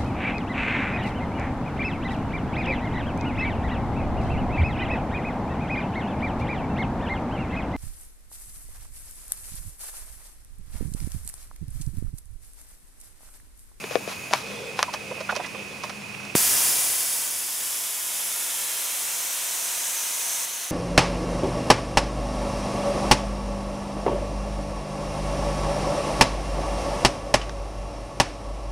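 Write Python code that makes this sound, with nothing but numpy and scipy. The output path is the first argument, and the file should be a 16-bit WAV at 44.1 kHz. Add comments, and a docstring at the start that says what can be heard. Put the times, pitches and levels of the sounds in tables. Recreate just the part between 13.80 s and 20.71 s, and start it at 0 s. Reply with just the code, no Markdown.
"""A portable air compressor stands switched off on a concrete drive; insects trill over a far hum.
Someone steps up with bumps and gritty scuffs, knocks the plastic shroud and fingers the ring of the
safety valve, skin squeaking on it. At 2.55 s the ring is pulled: the valve pops and the tank blows
down in a long hiss whose colour sinks as the pressure falls. Near the end the pull slackens twice."""
import sys
import numpy as np
from scipy import signal
from scipy.fft import irfft
from scipy.io import wavfile
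from scipy.ndimage import map_coordinates

SR = 44100
rng = np.random.default_rng(int(sys.argv[2]) if len(sys.argv) > 2 else 0)


def dump(signal):
    """Clip the signal to [-1, 1] and save it as 16-bit WAV at the path in sys.argv[1]."""
    limited = np.clip(np.atleast_2d(signal).T, -1, 1)
    pcm = np.round(limited * 32767).astype(np.int16)
    wavfile.write(sys.argv[1], SR, pcm)


N = 304731
TIME = np.arange(N) / SR
HZ = np.maximum(np.arange(N // 2 + 1) * SR / N, 1)
BEND_S, OPEN_S = 1.55, 2.5525   # listener has bent down; valve opens

# plastic shroud modes: (frequency [Hz], width [Hz], gain [dB])
SHROUD_MODES = [(588, 120, 14.5), (690, 77, 14), (953, 165, 11), (1220, 47, 0), (1280, 990, -2.5),
                (2030, 1400, -2.5), (2210, 52, 4), (3560, 1100, -3.5)]
# left-right likeness of the yard: (frequency [Hz], coherence [0..1])
YARD_COHERENCE = [(60, 0.48), (130, 0.2), (290, 0.48), (640, 0.15), (1410, 0.35), (3100, 0.5), (6820, 0.58),
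                  (15000, 0.091)]


def from_db(db):
    """Decibels to gain."""
    return 10 ** (np.asarray(db) / 20)


def rms_one(x):
    """Scale to rms 1."""
    return x / np.sqrt(np.mean(x ** 2) + 1e-20)


def at_hz(points):
    """Table interpolated over log frequency."""
    hz, value = np.transpose(points)
    return np.interp(np.log(HZ), np.log(hz), value)


def panned(x, pan_db):
    """Pan by a level difference; positive is left."""
    gains = from_db(np.array([[.5], [-.5]]) * pan_db)
    return x * gains / gains.mean(axis=0)


def filtered(x, hz, kind="low", order=2):
    """Butterworth filter."""
    return signal.sosfilt(signal.butter(order, hz, kind, fs=SR, output="sos"), x)


def noise(spectrum, coherence):
    """Stereo noise of given spectrum and coherence; rms 1."""
    mid, side = rng.standard_normal((2, len(HZ))) + 1j * rng.standard_normal((2, len(HZ)))
    alike = np.clip(at_hz(coherence), 0, 1) ** .5
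    both = np.sqrt(1 + alike) * mid + np.sqrt(1 - alike) * side * [[1], [-1]]
    return rms_one(irfft(both * from_db(at_hz(spectrum)), N))


def band(centre_hz, width_hz, apart, order=2):
    """Stereo noise band, rms 1; apart is the side/mid ratio."""
    white = rng.standard_normal((2, N)) + 1j * rng.standard_normal((2, N))
    mid, side = filtered(white, width_hz / 2, order=order)
    carrier = np.exp(2j * np.pi * centre_hz * TIME)
    return rms_one(((mid + apart * side * [[1], [-1]]) * carrier).real)


def resonate(x, hz, width_hz):
    """One resonance, peak gain 1."""
    r = np.exp(-np.pi * width_hz / SR)
    feedback = [1, -2 * r * np.cos(2 * np.pi * hz / SR), r * r]
    return signal.lfilter(np.array([1, 0, -1]) * (1 - r * r) / 2, feedback, x + 1e-18)


def body(x, modes):
    """Parallel modes with alternating signs."""
    return sum((-1) ** k * from_db(db) * resonate(x, hz, width_hz)
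               for k, (hz, width_hz, db) in enumerate(modes))


def wander(position, points):
    """Straight lines between Gaussian points; holds after the last."""
    return np.interp(position, np.arange(points), rng.standard_normal(points))


def flutter(per_s, depth_db):
    """Randomly wandering gain."""
    return from_db(depth_db * wander(TIME * per_s, 4000))


def ramp(start_s, length_s):
    """Linear 0 to 1, then holds."""
    return np.clip((TIME - start_s) / length_s, 0, 1)


def arches(rows):
    """Half-sine gain per (start [s], length [s], level [dB])."""
    return sum(from_db(db) * np.sin(np.pi * ramp(s, length_s)) for s, length_s, db in rows)


def swell(t, length_s):
    """Quick rise, slower fall; peaks at 1 near a third of its length."""
    u = np.pi * t / length_s
    return u ** 2 * np.exp(2 * (1 - u))


def add(out, start_s, sound):
    """Mix in a short stereo sound."""
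    i = round(start_s * SR)
    out[:, i:i + sound.shape[1]] += sound[:, :N - i]


def yard(level_db=-40, hum_hz=202.5, sizzle_db=-47, sink_db=-16, sink_db_per_s=-20):
    """Open-air murk, far wavering hum, high sizzle and insects; all sink once the jet starts."""
    # background spectra: (frequency [Hz], relative density [dB])
    murk_spectrum = [(25, -54), (50, -20), (110, -5.5), (170, -3), (280, -3), (600, -4), (1200, -7),
                     (1800, -11), (2400, -4.5), (3200, -13), (4100, -14), (5000, -12), (6500, -15),
                     (7800, -18.5), (9500, -16), (12500, -27), (16000, -30)]
    sizzle_spectrum = [(5800, -21), (6700, 3), (7700, -17), (9000, -5), (10200, -5), (12000, -9),
                       (14000, -9), (16000, -19)]
    murk = noise(murk_spectrum, YARD_COHERENCE) * flutter(per_s=5.3, depth_db=-0.14)
    murk *= from_db(-.6 * (TIME - BEND_S))   # quieter near the ground
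    tone = rms_one(np.sin(2 * np.pi * hum_hz * TIME) + 1.2 * band(hum_hz, width_hz=18.4, apart=0.28))
    hum = from_db(-9.5) * tone + from_db(-11) * band(135, width_hz=69, apart=.2)
    sizzle = noise(sizzle_spectrum, YARD_COHERENCE) * from_db(sizzle_db - 11.5 * ramp(0.58, .05))
    sink = from_db(sink_db * ramp(OPEN_S, 0.13) + sink_db_per_s * np.maximum(TIME - OPEN_S, 0))
    return sink * (from_db(level_db) * (murk + panned(hum, 3.3)) + sizzle + insects())


def insects(level_db=-42.5, start_pan_db=-4.0, turn_db_per_s=-6.5):
    """Steady trill with a few swells; moves right as the listener turns."""
    # trill swells: (start [s], length [s], level [dB])
    swells = [(.8, 0.2, -44), (1.22, 0.26, -41), (1.7, 0.2, -41), (2.338, 0.017, -31.5)]
    chorus = rms_one(band(2525, width_hz=108, apart=0.15) + 0.6 * band(2490, width_hz=740, apart=.3))
    level = np.hypot(from_db(level_db) * flutter(per_s=8.4, depth_db=-2.0), arches(swells))
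    return panned(chorus * level, start_pan_db + turn_db_per_s * TIME)


def knock(db, hz, q, shroud_db, tick_db, rattle_db,
          contact_s=0.0016, bounce_s=.003, rattle_t60_s=0.051, tail_t60_s=0.13):
    """Click, rebound and dying rattle drive a damped mode and the shroud; brass takes mostly the click."""
    # brass valve and ring modes: (frequency [Hz], width [Hz], gain [dB])
    brass_modes = [(3400, 190, 6), (4680, 2940, 6), (6200, 1400, 9), (9550, 2400, -4.5)]
    t = np.arange(SR // 5) / SR
    grains = rng.standard_normal((3, len(t))) / np.sqrt(len(t))
    rattle = from_db(rattle_db) * grains[0] * rms_one(from_db(-60 * t / rattle_t60_s) * (t > contact_s))
    rattle = rattle + from_db(-16) * grains[1:] * rms_one(from_db(-60 * t / tail_t60_s))
    click = np.zeros(len(t))
    click[0], click[round(bounce_s * SR)] = 1, 0.062
    force = click + rattle
    mode = rms_one(resonate(resonate(force, hz, hz / q), hz, 2 * hz))
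    shroud = rms_one(resonate(body(force, SHROUD_MODES), 910, 4300))
    tick = rms_one(resonate(body(click + 0.35 * rattle, brass_modes), 3300, 7700))
    sound = rms_one(mode + from_db(shroud_db) * shroud + from_db(tick_db + 3.5) * tick)
    # low or rattling knocks stay near their peak longer
    loud_s = 0.00059 * (900 / hz) * (1 + from_db(rattle_db))
    sound *= np.sqrt(loud_s / t[-1]) * from_db(db - 3.5)
    return np.pad(sound, ((0, 0), (round(contact_s * SR), 0)))


def steps():
    """Shoes bump dully beside the compressor."""
    # shoe bumps: (time [s], level [dB], mode [Hz], pan [dB], shroud [dB])
    bumps = [(0.039, -19.5, 395, 2, -2.5), (0.109, -20.5, 510, 16, -7), (0.154, -4.5, 475, 11, -11.5),
             (0.275, -19, 437, 12, -9), (0.509, -18.5, 640, -2, -9)]
    out = np.zeros((2, N))
    for s, db, hz, pan_db, shroud_db in bumps:
        bump = knock(db, hz, q=5.2, shroud_db=shroud_db, tick_db=-28, rattle_db=-6)
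        add(out, s, panned(bump, pan_db))
    return out


def shuffling(scrape_db=-11):
    """Soles scuff on grit; the reaching arm rubs dully with a light scrape."""
    # grit spectrum: (frequency [Hz], relative density [dB])
    grit_spectrum = [(350, -26), (600, 7.5), (1400, 5.5), (1990, 2), (2470, 2), (6000, 0), (8070, -10),
                     (11500, -8), (15000, -23)]
    # strokes of sole and arm: (start [s], length [s], level [dB])
    sole_strokes = [(0.099, 0.081, -37), (0.274, 0.1, -34), (0.496, 0.18, -34), (0.645, 0.25, -43.5),
                    (0.959, 0.12, -37), (1.127, 0.04, -33.5), (1.492, 0.06, -36), (1.612, 0.071, -43),
                    (2.022, 0.07, -39.5)]
    arm_strokes = [(.56, 0.47, -39), (1.12, 0.31, -45), (1.5, .17, -42), (1.73, 0.11, -39.5),
                   (1.89, 0.048, -42)]
    grit = noise(grit_spectrum, YARD_COHERENCE) * flutter(per_s=820, depth_db=2.5)
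    scuffs = sum(from_db(db) * swell(np.maximum(TIME - s, 0), length_s)
                 for s, length_s, db in sole_strokes)
    rub = band(480, width_hz=120, apart=0.32) + from_db(scrape_db) * band(3450, width_hz=390, apart=0.36)
    return panned(grit * scuffs, -0.5) + rub * arches(arm_strokes)


def hand_pan_db(s, start_db=9, end_db=-6):
    """Handling moves left to right as the listener bends down, then stays."""
    return start_db + (end_db - start_db) * np.clip(s / BEND_S, 0, 1)


def knocks():
    """Hard knocks on shroud and valve ring clack cleanly; lighter ones rattle more."""
    # hand contacts: (time [s], level [dB], mode [Hz], brass tick [dB])
    contacts = [(0.529, -11, 1090, -14), (0.534, -1, 800, -7), (0.547, -19, 1130, -6), (0.99, -7, 776, -15),
                (1.027, -1.5, 1110, -2), (1.137, -16, 790, -6), (1.404, -21, 571, -11),
                (1.551, -22, 929, -3), (1.562, -15.5, 600, -5), (1.659, -29, 1010, 0),
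                (2.035, -17.5, 940, -8), (2.094, -21.5, 1160, -6), (2.397, -35, 1300, -8),
                (2.446, -37, 1300, 2)]
    out = np.zeros((2, N))
    for s, db, hz, tick_db in contacts:
        clack = knock(db, hz, q=4.9, shroud_db=1.0, tick_db=tick_db, rattle_db=-9 - 0.92 * db)
        add(out, s, panned(clack, hand_pan_db(s)))
    return out


def slips(gain_db=-8, length_s=0.024, waver=.09, catches_per_s=600, catch_db=4):
    """Skin sticks and slips on the valve: unsteady squeak plus friction noise in the shroud."""
    # fingertip slips: (time [s], relative level [dB], squeak [Hz], friction re squeak [dB])
    touches = [(1.079, -21, 960, -5), (1.309, -18, 507, -2), (1.372, -27.5, 646, 9), (1.489, -11, 1470, -3),
               (1.52, -21, 740, 0), (1.593, -18.5, 746, 3), (1.64, -23.5, 2050, 1), (1.742, -23, 696, 19)]
    out, t = np.zeros((2, N)), np.arange(SR // 10) / SR
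    for s, db, hz, friction_db in touches:
        rate_hz = hz * (1 + waver * wander(t * hz, 300))   # varies cycle to cycle
        squeak = np.sqrt(2) * np.sin(2 * np.pi * np.cumsum(rate_hz) / SR)
        grip = from_db(catch_db * wander(t * catches_per_s, 300))
        friction = rms_one(resonate(body(grip * rng.standard_normal(len(t)), SHROUD_MODES), hz, 1.2 * hz))
        slip = rms_one(squeak + from_db(friction_db) * friction) * swell(t, length_s)
        add(out, s, panned(slip * from_db(db + gain_db), hand_pan_db(s)))
    return out


def pop(peak_db=-4, boom_hz=(125, 450), slap_db=-6):
    """The first puff of air thumps as the valve leaves its seat."""
    puff = np.zeros(N)
    puff[round((OPEN_S - .0003) * SR)] = 1
    boom = filtered(puff, boom_hz, "band")
    slap = resonate(body(puff, SHROUD_MODES[2:]), 960, 3400)
    thump = rms_one(boom) + from_db(slap_db) * rms_one(slap)
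    return from_db(peak_db) * thump / np.abs(thump).max()


def jet(rumble_fall_db_per_s=5.5, top_fall_db_per_s=0.7, ease_hiss_db=-4.0, ease_roar_db=-2.0,
        lead_in_s=0.0035):
    """One flow drives rumble, roar and hiss; as the tank empties, rumble dies and roar gains on hiss."""
    # jet spectra: (frequency [Hz], relative density [dB])
    rumble_spectrum = [(25, -42), (50, -8), (85, 2), (140, -2.5), (300, -1.5), (600, -4.5), (1200, -26.5)]
    roar_spectrum = [(88, -54), (150, -19), (335, -14), (560, -9), (593, -10), (694, -5.5), (825, -9.5),
                     (925, -3.5), (1180, -8), (2150, -5.5), (2520, -5), (3310, -5.5), (4600, -5.5),
                     (5980, -51), (10100, -120)]
    hiss_spectrum = [(4300, -32), (4750, -6.5), (5300, -3.5), (7000, -1.5), (8800, -1), (9800, -1.5),
                     (11000, -2), (12500, -8), (16000, -19)]
    top_spectrum = [(9000, -31.5), (11500, -2), (13500, 0), (15300, -1), (15900, -13)]
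    # left-right likeness of the jet: (frequency [Hz], coherence [0..1])
    coherence = [(60, 0.073), (130, 0.046), (290, 0.052), (640, 0.36), (1410, 0.4), (3100, 0.62),
                 (6820, 0.83), (15000, 0.67)]
    since_s = np.maximum(TIME - OPEN_S, 0)
    opened = ramp(OPEN_S, 0.00069)
    # a faint hiss fades in a few milliseconds before the pop
    lead_in = from_db(-6) * ramp(OPEN_S - lead_in_s, lead_in_s) * (1 - opened)
    eased = ramp(6.651, .0044) + .5 * ramp(6.853, 0.0033)   # pull slackens: gap narrows in two steps
    rumble = noise(rumble_spectrum, coherence) * flutter(per_s=11, depth_db=2.0)
    rumble *= from_db(-12.5 - rumble_fall_db_per_s * since_s)
    roar_db = -9 + 2.5 * ramp(3.97, 1) + ease_roar_db * eased
    roar = (noise(roar_spectrum, coherence) + rumble) * from_db(roar_db)
    top = from_db(-6.0 - top_fall_db_per_s * since_s) * noise(top_spectrum, coherence)
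    hiss = from_db(-1.0) * noise(hiss_spectrum, coherence) + top + jet_bands(eased)
    hiss *= from_db(ease_hiss_db * eased)
    air = flow_gain() * (panned(roar, -1.0) * opened + hiss * (opened + lead_in))
    return reflected(hollowed(filtered(air, 60, "high")))


def flow_gain(held_db=-29.0, rush_db=8.5, rush_s=1.11):
    """The first rush settles to a steady flow, briefly throttled as the grip shifts."""
    # grip shifts: (start [s], length [s], lost share of flow [dB])
    grip_shifts = [(3.45, 0.36, -21), (3.98, .4, -20.5)]
    rush = np.cos(np.pi / 2 * ramp(OPEN_S, rush_s)) ** 1.9
    return from_db(held_db + rush_db * rush) * (1 - arches(grip_shifts))


def jet_bands(eased):
    """Each noise band swells and fades as the tank passes the pressure that favours it."""
    # jet bands: (centre [Hz], width [Hz], peak time [s], spread [s], level re flow [dB], easing [dB])
    bands = [(9970, 1300, 3.2, 0.66, -6, -1), (10680, 2000, 4.6, 0.58, -7, 0),
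             (8100, 2900, 6.14, 1.2, -9, -15), (6230, 1020, 7, 1.24, -6, 0),
             (3370, 450, 4.34, 0.91, -19, 0), (10240, 1100, 6.9, 0.54, -11, 1.5),
             (4910, 990, 3.2, 0.78, -17, 0)]
    out = 0
    for hz, width_hz, peak_s, spread_s, db, ease_db in bands:
        favour = np.exp(-.5 * ((TIME - peak_s) / spread_s) ** 2) * from_db(db + ease_db * eased)
        out = out + favour * band(hz, width_hz, apart=0.27, order=4) * flutter(per_s=15, depth_db=1.7)
    return out


def hollowed(x, start_hz=4000, rise_hz_per_s=165, wander_hz=110, width_hz=480, depth=0.33):
    """A shallow notch between roar and hiss wanders with the hand and rises as the tank empties."""
    hz = start_hz + rise_hz_per_s * (TIME - OPEN_S) + wander_hz * wander(TIME * 2, 20)
    carrier = np.exp(2j * np.pi * np.cumsum(hz) / SR)
    inside = filtered(x / carrier, width_hz / 2, order=1)
    return x - depth * 2 * (inside * carrier).real


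def reflected(x, sway_ms=0.011, scatter_db=-12, scatter_t60_s=0.023, shifts_per_s=2.01):
    """Near surfaces comb the jet; paths sway with the hand and the fine scatter keeps shifting."""
    # echoes off hand, shroud and ground: (delay [ms], gain [ratio])
    echoes = [(1.121, -0.0081), (2.06, -0.021), (3.25, -0.016), (4.2, -0.0032), (5.6, 0.043)]
    out = x.copy()
    for delay_ms, gain in echoes:
        read_s = TIME - (delay_ms + sway_ms * wander(TIME, 8)) / 1000
        out += gain * np.array([map_coordinates(side, [read_s * SR], order=3) for side in x])
    t = np.arange(SR // 40) / SR
    treble = filtered(x, 1200, "high")
    for k in range(10):
        paths = rng.standard_normal(len(t)) * from_db(-60 * t / scatter_t60_s) * (t > .002)
        scatter = signal.oaconvolve(treble, paths[None] / np.linalg.norm(paths), axes=1)[:, :N]
        crossfade = np.sqrt(np.clip(1 - np.abs((TIME - OPEN_S) * shifts_per_s - k), 0, 1))
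        out += from_db(scatter_db) * crossfade * scatter
    return out / np.sqrt(1 + from_db(scatter_db) ** 2)


def scene():
    """All sources, heard from just above the compressor."""
    return yard() + shuffling() + steps() + knocks() + slips() + pop() + jet()


def record(dry, cutoff_hz=15750):
    """Clip at full scale, then low-pass steeply."""
    lowpass = signal.ellip(12, .1, 80, cutoff_hz, fs=SR, output="sos")
    return signal.sosfilt(lowpass, np.clip(dry, -1, 1))


dry = scene()
out = record(dry)
dump(out)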